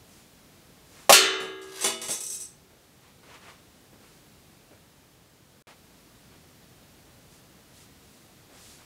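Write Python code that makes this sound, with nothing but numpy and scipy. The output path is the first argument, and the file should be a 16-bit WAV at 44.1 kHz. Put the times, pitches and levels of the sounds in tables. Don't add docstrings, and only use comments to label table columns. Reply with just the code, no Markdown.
import sys
import numpy as np
from scipy import signal
from scipy.fft import rfft, irfft
from scipy.io import wavfile
from scipy.ndimage import uniform_filter1d, minimum_filter1d

SR = 44100
rng = np.random.default_rng(int(sys.argv[2]) if len(sys.argv) > 2 else 0)


def generate_wav(sig):
    pcm = np.round(np.clip(np.atleast_2d(sig).T, -1, 1) * 32767).astype(np.int16)
    wavfile.write(sys.argv[1], SR, pcm)


N = 390285

# (pitch [Hz], fade time [s])
ROOM_FADE = [(100, 0.15), (500, 0.35), (2000, 0.39), (6000, 0.34), (10000, 0.26), (15000, 0.21)]
# (pitch [Hz], level [dB])
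THUMP_COLOUR = [(50, -27), (110, -2.5), (240, 3), (600, -0.5), (1200, -14), (2500, -14), (6000, -45)]
CLACK_COLOUR = [(90, -22), (190, -22), (380, 4.5), (1200, 0), (2200, 0), (3400, 2.5), (5500, 1.5),
                (8500, -1), (11000, -4), (13500, -10.5), (15500, -18)]


def gain_of(db):
    return 10 ** (np.asarray(db) / 20)


def read(points, hz):
    pitches, values = np.transpose(points)
    return np.interp(np.log(hz + 1), np.log(pitches + 1), values)


def add(mix, s, sound):
    part = mix[max(round(s * SR), 0):][:len(sound)]
    part += sound[:len(part)]


def noise(colour, size):
    gains = gain_of(read(colour, np.fft.rfftfreq(size, 1 / SR)))
    shaped = irfft(rfft(rng.standard_normal(size)) * gains, size)
    return shaped / shaped.std()


def uneven(colour, depth_db, count):
    hz = np.linspace(0, SR / 2, count)
    return np.c_[hz, read(colour, hz) + depth_db * np.clip(rng.standard_normal(count), -2, 2)]


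def burst(colour, fades, rise_s):
    hz, t, bands = signal.stft(noise(colour, 2 * SR), SR, nperseg=256)
    fading = gain_of(-60 * t / read(fades, hz)[:, None])
    tail = signal.istft(bands * fading, SR, nperseg=256)[1]
    return tail[:2 * SR] * (1 - np.exp(-np.arange(2 * SR) / SR / rise_s))


def ring(tones, rise_s=0.00019):
    t = np.arange(2 * SR) / SR
    waves = sum(gain_of(db - 60 * t / t60) * np.sin(2 * np.pi * (hz * t + rng.random()))
                for hz, db, t60 in tones)
    return waves * (1 - np.exp(-t / rise_s))


def room_noise():
    # (pitch [Hz], level [dB])
    colour = [(15, -45.5), (25, -16), (49, -6), (136, -1.5), (313, -7), (399, -10), (445, -9), (523, -11.5),
              (703, -12.5), (945, -16), (1020, -16), (2490, -19), (4150, -19.5), (15500, -26.5)]
    # (time [s], level [dB])
    lull = [(4.2, -55), (5.4, -58), (6, -55)]
    return noise(colour, N) * gain_of(np.interp(np.arange(N) / SR, *np.transpose(lull)))


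def stirring():
    # (time [s], level [dB])
    bumps = [(1.22, -33), (1.4015, -36), (1.44, -39.5), (2.09, -35.5), (2.70, -54), (3.284, -54),
             (3.925, -53), (4.708, -51.5), (8.495, -52.5)]
    grit = [(3.231, -53), (3.34, -49.5), (3.482, -48)]
    # (middle time [s], length [s], level [dB])
    scuffs = [(1.0, 0.19, -56), (3.07, 0.15, -59), (3.325, 0.15, -50), (3.47, 0.15, -49.5),
              (4.05, .12, -59.5), (5.685, .14, -51.5), (6.34, .1, -59.5), (8.57, .12, -59),
              (8.82, 0.088, -57)]
    rustles = [(.16, 0.26, -60), (1.0, 0.31, -57), (4.12, .3, -64), (7.35, 0.15, -60.5), (7.8, .17, -56.5),
               (8.15, 0.36, -63), (8.68, 0.37, -53)]
    # (pitch [Hz], level [dB])
    scuff_colour = [(150, -15), (400, 2), (650, -0.5), (1100, 2), (1550, -1.5), (2100, -0.5), (5000, -10),
                    (10000, -17.5), (15000, -33)]
    cloth_colour = [(500, -10.5), (2000, -4), (4500, -0.5), (7500, 0), (10500, -4), (15000, -14.5)]
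    out = np.zeros(N)
    for s, db in bumps:
        add(out, s, gain_of(db) * burst(THUMP_COLOUR, ROOM_FADE, rise_s=0.0023))
    for s, db in grit:
        add(out, s, gain_of(db) * burst(scuff_colour, fades=[(400, 0.28), (5000, 0.51)], rise_s=0.00043))
    for rubs, colour in (scuffs, scuff_colour), (rustles, cloth_colour):
        for s, length, db in rubs:
            size = round(length * SR)
            add(out, s - length / 2, gain_of(db) * noise(colour, size) * signal.windows.cosine(size))
    return out


def sliding(start_s=1.65, end_s=1.85, end_db=-33.5, growth_db_per_s=137, grain_db=2.0):
    t = np.arange(start_s, end_s, 1 / SR)
    catches = uniform_filter1d(rng.standard_normal(len(t)), size=200)
    level_db = end_db - growth_db_per_s * (end_s - t) + grain_db * catches / catches.std()
    out = np.zeros(N)
    add(out, start_s, gain_of(level_db) * noise(uneven(CLACK_COLOUR, depth_db=3.5, count=400), len(t)))
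    return out


def clatter(clack_loss_db=6, jingle_loss_db=1.1, softening=0.41):
    # (time [s], clack level [dB], jingle level [dB], gap between touches [s])
    landings = [(1.4013, -43, -63, 0.021), (1.615, -50.5, -59.5, .012), (1.8088, -44, -36, .012),
                (1.8423, -23.5, -36.5, .014), (2.0152, -36.5, -41, .021), (2.0831, -35.5, -37, .012),
                (2.104, -43, -32, .012), (2.2049, -53, -35, 0.03), (2.2998, -54, -36, .022),
                (2.3997, -56.5, -42.5, 0.0096)]
    # (pitch [Hz], level [dB], fade time [s])
    flat_tones = [(228.5, -20.5, 0.88), (342, -14, 0.78), (392, -16, 0.64), (494, -14.5, 0.96),
                  (649, -14.5, 0.71), (770, -20, 0.53), (1277, -20.5, 0.86), (2160, -13, 0.35),
                  (2233, -16.5, 0.62), (2910, -14, 0.58), (2950, -11.5, 0.64), (3480, -5, 0.41),
                  (3580, -15, 1), (5850, -4, 0.16), (7280, -5.5, 0.19), (8530, -16, 0.27),
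                  (8640, -7.5, 0.38), (9460, -1.5, 0.18), (11000, -7, 0.34)]
    edge_tones = [(2546, -24, 0.43), (3420, -20, 0.25), (3860, -12.5, 0.3), (4500, -20, 0.31),
                  (5800, -15, 0.23), (6000, -11, .32), (6740, -20, .35), (7530, -9, 0.277),
                  (8100, -12, 0.37), (8100, 2, 0.27), (8500, -10, 0.37), (9532, -10, 0.4),
                  (10840, -13, 0.33)]
    # (pitch [Hz], level [dB])
    jingle_colour = [(1000, -33), (3000, -22), (5000, -14.5), (6100, 1.5), (7100, -10), (8000, 1.5),
                     (8950, -13), (9700, -5.5), (11500, -10), (12400, -16), (14000, -17), (15500, -23)]
    clack = uneven(CLACK_COLOUR, depth_db=5.5, count=400)
    jingle = uneven(jingle_colour, depth_db=4.5, count=600)
    hardest_db = max(row[1] for row in landings)
    touches = [(s + k * gap, clack_db - k * clack_loss_db, jingle_db - k * jingle_loss_db)
               for s, clack_db, jingle_db, gap in landings for k in range(3)]
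    out = np.zeros(N)
    for s, clack_db, jingle_db in touches:
        ring_db = clack_db - softening * (hardest_db - clack_db)
        add(out, s, gain_of(clack_db - 1) * burst(clack, ROOM_FADE, rise_s=0.00084))
        add(out, s, gain_of(ring_db - 2) * ring(flat_tones))
        add(out, s, gain_of(clack_db - 19) * burst(THUMP_COLOUR, ROOM_FADE, rise_s=0.0028))
        add(out, s, gain_of(jingle_db) * burst(jingle, ROOM_FADE, rise_s=0.0007))
        add(out, s, gain_of(jingle_db - 5) * ring(edge_tones))
    return out


def cardboard_box(knock_s=1.0947, knock_db=1):
    # (pitch [Hz], level [dB], fade time [s])
    tones = [(221, -29, .2), (376.5, -24, 0.27), (567.3, -10, .15), (658.2, -14.5, 0.14),
             (744, -12.5, 0.14), (802, -9.5, 0.14), (959, -13, .12), (1084, -12, .14), (1222, -18, 0.18)]
    # (time [s], level [dB])
    cracks = [(1.0943, -12.5), (1.0977, -13.5)]
    # (pitch [Hz], level [dB])
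    colour = [(60, -13), (250, -9), (600, 5.5), (1100, 2), (1600, -4), (2400, 1), (5000, -4.5),
              (9500, -7.5), (13000, -13.5), (15500, -21.5)]
    out = np.zeros(N)
    add(out, knock_s, gain_of(knock_db) * ring(tones, rise_s=0.0018))
    for s, db in cracks:
        crack = burst(colour, fades=[(500, 0.2), (3000, 0.14), (12000, 0.3)], rise_s=0.0002)
        add(out, s, gain_of(db) * crack)
    return out


def steel_chair(clang_s=1.1245, crash_db=-9.5):
    # (pitch [Hz], level [dB], fade time [s])
    tones = [(318, -40, 2.1), (382.5, -29, 2.22), (431, -29, 1.02), (451, -35, 1.62), (716, -39, 1.08),
             (861, -43, 1.54), (1122, -37, 1.09), (1200, -41, 2.1), (1276, -44, 2.1), (1389, -25, 0.83),
             (1648, -32, 1.55), (1781, -26, 0.7), (1817, -30, 0.81), (2078, -35, 1.23), (2406, -24, 0.42),
             (2562, -33, 0.79), (2687, -23, 0.59), (2807, -23, 0.42), (2836, -33, 1.11), (2907, -26, 0.69),
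             (3025, -20, 0.79), (3483, -28, 0.7), (3628, -23, 0.78), (3858, -30, 0.88), (4030, -30, 0.65),
             (4437, -29, 0.47), (6218, -27, 0.63), (6304, -31, 0.49), (7639, -21, 0.34), (8376, -21, 0.36)]
    # (pitch [Hz], level [dB])
    colour = [(80, -25), (260, -21.5), (420, -6.5), (900, -8.5), (1800, 0.5), (3000, -1.5), (4300, 3.5),
              (8000, -1.5), (11000, 0), (13500, -6), (15500, -17.5)]
    # (pitch [Hz], fade time [s])
    fades = [(100, .8), (400, 1), (1500, .8), (3000, 0.67), (5000, .44), (8000, .35), (11000, 0.16),
             (15000, 0.2)]
    out = np.zeros(N)
    add(out, clang_s, ring(tones))
    crash = burst(uneven(colour, depth_db=5.5, count=1600), fades, rise_s=0.00084)
    add(out, clang_s, gain_of(crash_db) * crash)
    return out


def scene():
    blows = cardboard_box() + steel_chair() + sliding() + clatter()
    blows = signal.sosfilt(signal.butter(3, 95, "highpass", fs=SR, output="sos"), blows)
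    return (gain_of(4.5) * blows + stirring() + room_noise())[None]


def record(dry, threshold_db=-27, squeeze=0.2, recovery_db_per_s=7.0, top_hz=15750):
    t = np.arange(N) / SR
    power_db = 10 * np.log10(abs(uniform_filter1d(dry[0] ** 2, size=400)) + 1e-12)
    held_peak_db = np.maximum.accumulate(power_db + recovery_db_per_s * t) - recovery_db_per_s * t
    turned_down = dry / gain_of(squeeze * np.maximum(held_peak_db - threshold_db, 0))
    safe_gain = minimum_filter1d(1 / np.maximum(abs(turned_down), 1), size=81)
    limited = turned_down * uniform_filter1d(safe_gain, size=81)
    in_gap = (t > 5.6235) & (t < 5.6705)
    heard = limited * gain_of(-44 * in_gap)
    treble_cut = signal.firwin(511, top_hz, window=("kaiser", 9), fs=SR)
    return signal.oaconvolve(heard, treble_cut[None], "same")


dry = scene()
out = record(dry)
generate_wav(out)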